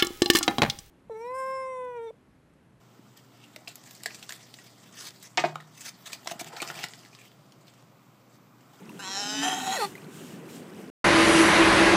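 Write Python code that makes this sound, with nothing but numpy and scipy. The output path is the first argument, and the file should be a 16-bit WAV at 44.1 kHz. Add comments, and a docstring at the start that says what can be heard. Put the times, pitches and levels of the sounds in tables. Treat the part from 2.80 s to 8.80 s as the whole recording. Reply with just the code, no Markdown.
"""Blind slats at a closed window

Plastic vertical slats are pushed aside by hand in a quiet room. They tick against each other and twice
knock hard on the pane: impacts that ring damped modes. They slide with a dry rustle and short scrapes:
stick-slip noise through bands and resonances. Soft low bumps and frame booms are enveloped sines.
Under it lies a ventilation rumble, band-shaped noise, with a mains hum."""
import sys
import numpy as np
from scipy import signal
from scipy.fft import rfft, irfft, next_fast_len
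from scipy.io import wavfile

SR = 44100
rng = np.random.default_rng(int(sys.argv[2]) if len(sys.argv) > 2 else 0)


def output_pcm(signal):
    """Save a mono or channel-first signal as 16-bit PCM at the path in sys.argv[1].

    Samples are clipped to [-1, 1] before scaling.
    """
    pcm = np.clip(np.atleast_2d(signal).T, -1, 1) * 32767
    wavfile.write(sys.argv[1], SR, np.round(pcm).astype(np.int16))


def invert_db(x):
    """Field ratio 10**(x/20) for x, a level in decibels (scalar or array-like)."""
    u = np.asarray(x, float) / 20
    return 10 ** u


N = 264644
TIME_S = np.arange(N) / SR

# loud and faint ticks of the slats, with short humming or rattling tones and low after-rings:
# (time [s], peak level [dB], favoured pitch [Hz], tilt above that pitch [dB per octave], chatter decay [ms])
TICK_BLOWS = [(0.3733, -39, 450, 18, 4.2), (0.639, -43.5, 2730, -18, 22), (0.7615, -28, 710, 0, 3.4),
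              (0.764, -40, 616, -8, 4), (0.875, -28.5, 2680, -7.5, 11.5), (0.8775, -42.5, 673, -26, 6),
              (0.8785, -28, 5100, -10, 4.1), (0.8875, -35, 5030, 6, 20), (0.956, -28, 6160, 20, 3.7),
              (1.0387, -38, 3840, 9, 1.0), (1.1096, -33.5, 4830, 11, 5), (1.1509, -34.5, 6950, 17, 1.6),
              (1.2351, -23, 5100, 15, 1.5), (1.2387, -39, 7500, 0, 10), (1.2588, -15, 1810, -0.5, 5.1),
              (1.26, -33, 500, -4.5, 3), (1.304, -36, 1860, -7, 6.8), (1.308, -36, 2400, -18, 15),
              (1.3455, -32, 7600, -4, 14), (1.3507, -33, 7400, 7, 2.2), (1.3875, -40, 6940, 0, 1.2),
              (1.3936, -41, 7000, 0, 5.4), (1.4271, -28.5, 3630, -6, 6.2), (1.4926, -22.5, 1610, -3, 5.1),
              (1.494, -52, 670, -18, 3.1), (1.5061, -29.5, 1830, -3.5, 6.6), (1.523, -24.5, 5200, 8, 1.3),
              (1.528, -33.5, 4240, 7, 28), (1.74, -31, 3450, -3.5, 3.9), (1.787, -38, 1930, -1, 11),
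              (2.306, -36.0, 5500, 0, 2.2), (2.427, -34.5, 5960, 25, 18), (2.7563, -22.5, 1257, -12, 1.6),
              (2.8026, -35.5, 1900, -16, 13), (3.0625, -29, 5300, 1, 19), (3.2613, -32.5, 1780, 4, 14.0),
              (3.3308, -19, 4550, -2.5, 5.4), (3.4463, -38.5, 3920, 14, 7), (3.4598, -34, 798, -7, 8),
              (3.4732, -20.5, 985, -0.5, 6.3), (3.4985, -30, 1600, -4, 3.7), (3.5127, -26, 697, -3, 8.7),
              (3.5234, -35.5, 718, -11, 7.3), (3.533, -38, 700, -14, 4.2), (3.5935, -40, 683, -20, 5),
              (3.5953, -26.5, 1510, 3, 6.3), (3.599, -32, 2240, -24, 12), (3.612, -35, 727, -15, 18),
              (3.645, -31, 1830, 3, 1.2), (3.668, -40, 764, -17, 23), (3.7305, -36.5, 910, -9, 2.8),
              (3.734, -38, 487, -27, 16), (3.765, -32.5, 4300, -7, 12), (3.768, -31, 970, -10, 14),
              (3.802, -26, 2420, -4, 16), (3.8188, -20.5, 710, 6.5, 5.6), (3.8252, -20.5, 1224, -7, 8.2),
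              (3.8756, -27, 7100, -12, 6.3), (3.8862, -29.5, 2700, -3, 14.0),
              (3.9007, -24, 1410, -10.5, 1.5), (3.9426, -32, 1340, 2, 18), (3.952, -36, 2450, -16, 25),
              (3.9898, -27, 2330, -12, 15), (4.033, -23.5, 2900, -4, 7.1), (4.039, -19, 1930, -3.5, 6.5),
              (4.0853, -35, 6430, 6, 4), (4.136, -31, 4530, -5, 0.72), (4.142, -44, 5000, -9, 9.4),
              (4.191, -41, 4020, 1, 6.3), (4.233, -46, 2800, -3, 6.9), (4.25, -39.5, 3000, -5, 1.4),
              (4.2599, -41, 1760, -3, 1.9), (4.33, -45, 2470, -14, 20), (4.3497, -37, 4900, -18, 4.2),
              (4.388, -44.5, 2480, -12, 15), (4.415, -45, 2450, -12, 20), (4.4514, -46, 4440, -3, 2.1),
              (4.5166, -49, 3500, -7, 6.9), (4.7217, -39.5, 3000, -1.5, 5), (4.8107, -53, 4900, 7, 12),
              (4.87, -50, 3000, -4, 18), (4.8807, -44, 3480, -7, 1.5), (4.9373, -49, 6000, 0, 7.8),
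              (5.0246, -47.5, 3000, -1, 1.8), (5.8072, -48, 706, -4.5, 7.1)]
# loud and faint blows of slat on pane: (time [s], peak level before the treble cut [dB], chatter decay [ms],
# share of the free ring time left while the slat rests on the glass [0-1], tilt [dB per octave])
PANE_BLOWS = [(2.5735, -7.5, 4.8, 0.59, 3.5), (2.579, -11.5, 3.3, 0.5, 6.5), (2.583, -14, 4.1, 0.6, 2.5),
              (2.591, -16.5, 4, 0.35, -0.5), (2.595, -20.5, 2.6, 0.8, 6), (2.602, -31, 7.3, 0.6, 5),
              (2.6385, -10, 1.0, 0.56, -3.5), (2.647, -15, 5.6, 0.43, -2), (2.657, -24.5, 4, 0.65, -5),
              (2.668, -33, 6.7, 0.9, 9), (2.686, -29.5, 11, 0.65, -2.5), (3.47, -31, 13, 0.48, -3),
              (3.513, -36.5, 60, 0.2, -13.5), (3.613, -33.5, 6.4, 0.21, -9), (3.656, -43.5, 11, 0.8, -21),
              (3.733, -47, 8.3, 0.6, -14), (3.819, -27, 2.3, 0.17, -9.5), (3.9, -37, 6.7, 0.24, -16),
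              (3.962, -41, 10, 0.7, -18), (4.038, -36, 3, 0.21, -15)]
# vibration modes of a slat: (frequency [Hz], level [dB])
SLAT_MODES = [(480, -10.5), (690, -0.5), (815, 0.5), (1000, -5.5), (1300, -2), (1580, 2), (1780, 7),
              (2220, 8), (2680, 10.5), (3150, 5), (3750, 11), (4550, 12.5), (5150, 10.5), (6100, 0.5),
              (6950, 12.5), (7600, 10), (8800, 0.5), (10500, -19), (12500, -4.5), (14500, -50)]


def rms_one(x):
    """Normalises the mean power: scales to unit rms."""
    return x / np.sqrt(np.mean(x ** 2) + 1e-20)


def drift(rate_hz):
    """Slow random fluctuation: noise through a double one-pole low-pass, spread 1."""
    pole = np.exp(-80 * np.pi * rate_hz / SR)    # one step lasts 40 samples
    noise = rng.standard_normal(N // 40 + 2002)
    slow = signal.lfilter([1], [1, -2 * pole, pole * pole], noise)[2000:]
    return np.interp(np.arange(N) / 40, np.arange(len(slow)), rms_one(slow))


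def coloured(source, spectrum, patchy_db, flicker_hz):
    """Spectral shaping in third octaves, alternately from two signals, each band flickering; rms 1."""
    hz, level_db = np.transpose(spectrum)
    edges = 25 * 2 ** np.arange(0, 9.5, 1 / 3)
    out = 0
    for k, (low, high) in enumerate(zip(edges, edges[1:])):
        band_pass = signal.butter(2, [low, high], "band", fs=SR, output="sos")
        band = signal.sosfilt(band_pass, source[k % 2])
        gain_db = np.interp(np.log(low * high) / 2, np.log(hz), level_db)
        out = out + band * invert_db(gain_db + patchy_db * drift(flicker_hz))
    return rms_one(out)


def slat_modes():
    """Mode splitting: a long slat has close neighbours at each mode; plastic damps all in a few cycles."""
    ring_cycles = 22    # to -60 dB
    hz, level_db = np.repeat(SLAT_MODES, 3, axis=0).T
    return hz, level_db, ring_cycles / hz


def add_blow(out, start_s, peak_db, modes, chatter_ms, scatter_db, detune, crack_db):
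    """Modal impact: a first contact and a dying chatter of smaller ones excite decaying modes."""
    hz, level_db, t60 = np.transpose(modes)[:, :, None]
    t = np.arange(int(min(t60.max(), 1) * SR) + 64) / SR
    luck = rng.standard_normal((2, len(modes), 1))
    signs = (-1.) ** np.arange(len(modes))[:, None]    # every other mode starts with opposite sign
    gains = signs * invert_db(level_db + scatter_db * luck[1])
    tones = np.sin(2 * np.pi * hz * (1 + detune * luck[0]) * t)
    ring = np.sum(gains * invert_db(-60 * t / t60) * tones, axis=0)

    u = np.arange(SR // 10) / SR
    contacts = rng.standard_normal(len(u)) * (rng.random(len(u)) < .05)
    contacts *= np.exp(-1000 * u / max(chatter_ms, .1))
    # small hard contacts barely move the low modes
    contacts = invert_db(5.5) * signal.lfilter([1, -.88], [1], contacts)
    contacts[0] = 2.8

    i = round(start_s * SR)
    blow = signal.fftconvolve(ring, contacts)[:N - i]
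    crack = np.array([0.81, -1.55, -0.63, -0.58])    # the sharp edge of the first contact
    blow[1:5] += invert_db(crack_db) * np.abs(blow).max() * crack
    out[i:i + len(blow)] += invert_db(peak_db) * blow / np.abs(blow).max()


def ventilation():
    """Broadband flow noise: a steady air rumble, with the tonal hum of a motor at twice the mains."""
    # air spectrum: (frequency [Hz], relative density [dB per Hz])
    rumble = [(15, -65), (25, -24), (59, -27), (92, -17.5), (130, 2), (242, -1.5), (451, -9.5), (800, -12),
              (1230, -12.5), (1520, -21.5), (2110, -21), (3920, -26.5), (7110, -28.5), (10100, -38.5),
              (14400, -31), (18000, -32)]
    rumble_db, hum_hz, hum_db = -57, 120.3, -61.5
    air = coloured(rng.standard_normal((2, N)), rumble, patchy_db=-1.5, flicker_hz=0.43)
    hum = np.sin(2 * np.pi * hum_hz * TIME_S) * invert_db(hum_db + 1.5 * drift(3.0))
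    return invert_db(rumble_db) * air + hum


def dying_rub(start_s, level_db, fade_s):
    """Exponential relaxation: the rubbing that a blow leaves behind, as an envelope."""
    return invert_db(level_db) * np.exp(-np.abs(TIME_S - start_s) / fade_s) * (TIME_S >= start_s)


def scrape_strokes():
    """Friction under load: a scrape grows as the edges press harder, then lets go."""
    # strokes of edge on edge: (time [s], length [s], level at the end [dB],
    # broadside share relative to the stroke [dB])
    scrapes = [(0.363, 0.035, -62, 3), (0.535, .11, -75.5, 15.5), (1.747, 0.13, -63, 0),
               (2.028, 0.048, -70, 12), (2.124, 0.071, -55.5, 0), (2.168, 0.1184, -41, -15),
               (2.424, 0.049, -54, -25), (2.915, 0.12, -53, -37.5), (3.008, 0.059, -44, -5.5),
               (3.062, 0.032, -44, -33), (3.257, 0.022, -44, -19), (3.317, 0.033, -47, -25),
               (3.486, 0.033, -41, -8), (3.592, 0.02, -37.5, -38), (3.658, 0.027, -55.5, 11),
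               (3.874, 0.038, -61, 9.5), (3.943, 0.086, -62, 19.5), (4.006, 0.068, -73, -4),
               (4.16, 0.11, -70, -4), (4.329, 0.15, -67, 6), (4.85, 0.054, -70.5, 7),
               (4.925, 0.08, -69.5, 1), (5.508, 0.06, -66.5, -13)]
    head_start_s, swell_power = 0.03, 1.05
    scraping, broadside = 0, 0
    for start, length, last_db, broadside_db in scrapes:
        end = start + length
        swell = np.interp(TIME_S, [start - head_start_s, end], [0, 1]) ** swell_power
        release = np.exp(-np.maximum(TIME_S - end, 0) / (.003 + .03 * length))
        stroke = invert_db(last_db) * (TIME_S >= start) * swell * release
        scraping += stroke
        broadside += invert_db(broadside_db) * stroke
    return scraping, broadside


def edge_singing(grains):
    """Resonant friction: a scraped edge sings in narrow bands whose levels wander; rms 1."""
    # bands: (frequency [Hz], level [dB])
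    bands = [(1000, -21), (1900, -21), (2600, 1), (3050, 3.5), (4200, -3), (5100, 2), (6200, 2.5),
             (7700, 1), (8600, -13.5)]
    sharpness, wander_db = 22, 3.5
    song = 0
    for hz, level_db in bands:
        band = signal.lfilter(*signal.iirpeak(hz, sharpness, SR), grains)
        song = song + invert_db(level_db + wander_db * drift(6)) * band
    return rms_one(song)


def slat_hums(grains):
    """Forced resonance: grains hum in the low and middle slat modes, tiny ticks patter; each rms 1."""
    patter_per_s = 300
    taps = (rng.random(N) < patter_per_s / SR) * rng.standard_normal(N) + 1e-18
    hums = []
    for hz, level_db in SLAT_MODES:
        resonance = signal.lfilter(*signal.iirpeak(hz, 9, SR), [grains, taps])
        hums.append(invert_db(level_db + 2.5 * drift(10)) * resonance)
    body = rms_one(sum(hums[:5])[0])
    middle = rms_one(sum(hums[5:10])[0])
    patter = rms_one(sum(hums[5:])[1])
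    return body, middle, patter


def slide():
    """Stick-slip friction: dense random grains colour the rustle and set slat modes humming."""
    # sliding: (time [s], rustle level [dB], low body level [dB])
    sliding = [(0.0, -73.5, -67), (0.68, -67, -63.5), (0.93, -65, -61.5), (1.08, -54.5, -70),
               (1.4, -55, -61.5), (1.87, -61.5, -68), (2.09, -61, -64.5), (2.44, -59.5, -81),
               (2.65, -68.5, -55), (3.12, -64.5, -71), (3.31, -52.5, -55), (3.43, -59.5, -61.5),
               (3.66, -63, -53), (3.88, -50.5, -44.5), (4.031, -53.5, -48), (4.09, -55.5, -61.5),
               (4.55, -71, -68.5), (5.75, -77, -74), (6.0, -61.5, -57)]
    # rustle spectrum: (frequency [Hz], relative density [dB per Hz])
    rustle_spectrum = [(710, -2.5), (1200, 2), (2270, 4.5), (2450, -6.5), (3320, 6), (7600, 2.5),
                       (10000, -14.5), (14400, -3.5), (18000, -14)]
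    patter_db, edge_db = -9, -1
    flutter_db, flutter_hz = 2.5, 70
    tick_rub_db, tick_rub_span = -24, 1.6    # below the tick's peak; span in chatter lengths
    knock_rub_db, knock_rub_s, knock_rub_cut_hz = -25, 0.024, 2500

    s, rustle_db, body_db = np.transpose(sliding)
    force = invert_db(np.interp(TIME_S, s, rustle_db))
    scraping, face_rub = scrape_strokes()
    broadside = invert_db(-20.0) * force + face_rub    # face-to-face rubbing drives the middle modes
    for start, peak_db, *_, chatter_ms in TICK_BLOWS:    # each tick leaves the slats rubbing
        fade_s = tick_rub_span * max(chatter_ms, .5) / 1000
        force += dying_rub(start, peak_db + tick_rub_db, fade_s)
    shaken = 0
    for start, peak_db, *_ in PANE_BLOWS:    # a knock shakes the neighbouring slats
        shaken += dying_rub(start, peak_db + knock_rub_db, knock_rub_s)

    grains = rng.standard_normal((2, N)) * invert_db(1.6 * np.minimum(rng.exponential(1, N), 5))
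    grains *= invert_db(1.6 * drift(50))
    rustle = coloured(grains, rustle_spectrum, patchy_db=3.5, flicker_hz=16.0)
    flutter = invert_db(flutter_db * drift(flutter_hz))
    scrape = flutter * (invert_db(-1.0) * rustle + invert_db(edge_db) * edge_singing(grains[1]))
    dull = signal.sosfilt(signal.butter(1, knock_rub_cut_hz, fs=SR, output="sos"), rustle)
    body, middle, patter = slat_hums(grains[0])

    rubbing = force * (rustle + invert_db(patter_db) * patter)
    low_body = invert_db(np.interp(TIME_S, s, body_db)) * body
    return rubbing + scraping * scrape + shaken * dull + broadside * middle + low_body


def bumps():
    """Windowed tone bursts: a few cycles of a low tone swell and fade, perhaps the hand on the frame."""
    # bumps: (time [s], peak level [dB], pitch [Hz])
    soft_bumps = [(0.19, -41, 260), (0.241, -47, 199), (3.552, -40, 222)]
    cycles = 2.74
    out = 0
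    for start, peak_db, hz in soft_bumps:
        t = TIME_S - start
        swell = np.sin(np.pi * np.clip(t * hz / cycles, 0, 1)) ** 2
        out = out + invert_db(peak_db) * np.sin(2 * np.pi * hz * t) * swell
    return out


def ticks():
    """Position-dependent excitation: each tick favours modes near its pitch, by where the slats meet."""
    below_pitch_db = 3    # fall per octave of the modes under the pitch
    dry_above_hz, dry_db = 2600, 7.0    # a higher tick loses this much of its pitch per octave
    own_db, own_cycles = 1.5, 36.7    # the struck span rings above its neighbours and longer
    dull_tone = 0.35    # dB of own pitch gained per dB of downward tilt
    crack_db = -4
    out = np.zeros(N)
    hz, level_db, t60 = slat_modes()
    detune = np.append(np.full(len(hz), .064), .005)[:, None]    # the own pitch, last, strays least
    for start, peak_db, pitch_hz, tilt_db, chatter_ms in TICK_BLOWS:
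        octaves = np.log2(hz / pitch_hz)
        dry_loss_db = dry_db * max(np.log2(pitch_hz / dry_above_hz), 0)
        favour_db = max(5 - dry_loss_db, 0) * np.exp(-(octaves / .22) ** 2)
        slope_db = np.where(octaves > 0, tilt_db, below_pitch_db) * octaves
        mode_db = level_db + favour_db + slope_db
        downward_db = min(tilt_db, 0)    # a dull tick also has a softer edge
        own_level_db = np.interp(pitch_hz, hz, mode_db) + own_db - dry_loss_db - dull_tone * downward_db
        own = [pitch_hz, own_level_db, own_cycles / pitch_hz]
        modes = np.vstack([np.transpose([hz, mode_db, t60]), own])
        add_blow(out, start, peak_db, modes, chatter_ms, scatter_db=3.0, detune=detune,
                 crack_db=crack_db + downward_db)
    return out


def knocks():
    """Joint modal ringing of pane and slat: each contact tilts the modes to the high or the low side."""
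    # window pane and frame modes: (frequency [Hz], level [dB], free decay time to -60 dB [s])
    pane = [(156.3, -21.5, 0.32), (233, -17, 0.07), (252, -43, 0.017), (325, -3.5, 0.13), (359, -7.5, 0.28),
            (400, -4.5, 0.065), (421, -3, 0.09), (500, -31, 0.015), (570, 1.5, 0.04), (653, 11, 0.065),
            (700, 12.5, 0.062), (835, -0.5, 0.08), (940, 3, 0.098), (1117, 8, 0.015), (1210, -3.5, 0.21),
            (1340, 4, 0.015), (1650, -8, 0.18), (1610, 8, 0.017), (1760, 13, 0.011), (1930, 0, 0.062),
            (2100, -2, 0.042), (2232, 1, 0.061), (2515, -7, 0.18), (2690, 5, 0.017), (2800, 3, 0.032),
            (3000, 1, 0.014), (3210, -6, 0.042), (3340, 0.5, 0.014), (3830, -2.5, 0.013),
            (4440, -15, 0.019), (4900, -15, 0.013), (5500, -25, 0.011)]
    slat_on_pane_db, crack_db = -15, -18
    out = np.zeros(N)
    slat = np.array(slat_modes())[:, 27:]    # the pane drowns the slat's lower modes
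    slat = slat + [[0], [slat_on_pane_db], [0]]
    hz, level_db, t60 = np.hstack([np.transpose(pane), slat])
    detune = np.where(np.arange(len(hz)) < len(pane), .012, .05)[:, None]
    for start, peak_db, chatter_ms, free, tilt_db in PANE_BLOWS:
        ring_s = t60 * np.clip(free, .1, 1)
        modes = np.transpose([hz, level_db + tilt_db * np.log2(hz / 700), ring_s])
        add_blow(out, start, peak_db, modes, chatter_ms, scatter_db=3.0, detune=detune,
                 crack_db=crack_db + 2 * tilt_db)
    # the knocks, loud and faint, are all softened in the treble
    return signal.sosfilt(signal.butter(2, 4500, fs=SR, output="sos"), out)


def booms():
    """Resonant build-up: heavy blows set the frame's lowest mode growing over a cycle or two, then ringing."""
    # booms: (time [s], level from which the decay starts [dB])
    frame_booms = [(2.575, -40.5), (2.640, -39.5), (3.82, -52)]
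    boom_hz, rise_s, t60_s = 153.4, 0.0098, 0.8
    out = 0
    for start, level_db in frame_booms:
        t = np.maximum(TIME_S - start, 0)
        envelope = invert_db(level_db - 60 * t / t60_s) * (1 - np.exp(-t / rise_s))
        out = out + envelope * np.sin(2 * np.pi * boom_hz * t)
    return out


def room(x):
    """Reverberation by recirculation: eighteen feedback delays, duller on every round."""
    t60_s, wall_cut_hz = 0.23, 5100    # decay of the lows; the wall low-pass shortens the treble
    size = next_fast_len(N + SR)
    w = 2 * np.pi * np.arange(size // 2 + 1) / size
    wall = 1 / (1 + 1j * w * SR / (2 * np.pi * wall_cut_hz))
    echo = 0
    for k, lag in enumerate(rng.uniform(0.0044, 0.032, size=18) * SR):
        loop = invert_db(-60 * lag / SR / t60_s) * wall * np.exp(-1j * w * lag)
        echo = echo + (-1) ** k * loop / (1 - loop)
    return irfft(rfft(x, size) * echo, size)[:N] / 3


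def scene():
    """Superposition: blind sounds, which radiate no deep bass, with their room, over the ventilation."""
    room_db = -12
    sources = slide() + bumps() + ticks() + knocks() + booms()
    blind = signal.sosfilt(signal.butter(4, 120, "high", fs=SR, output="sos"), sources)
    return (blind + invert_db(room_db) * room(blind) + ventilation())[None]


def roll_off(x):
    """The treble ends steeply here."""
    return signal.sosfilt(signal.butter(12, 16470, fs=SR, output="sos"), x)


def record(dry):
    """Band limiting: a steep elliptic low-pass removes the top treble."""
    cutoff_hz = 15250
    low_pass = signal.ellip(10, 1, 35, cutoff_hz, fs=SR, output="sos")
    mix = signal.sosfilt(low_pass, dry)
    return roll_off(mix)


dry = scene()
out = record(dry)
output_pcm(out)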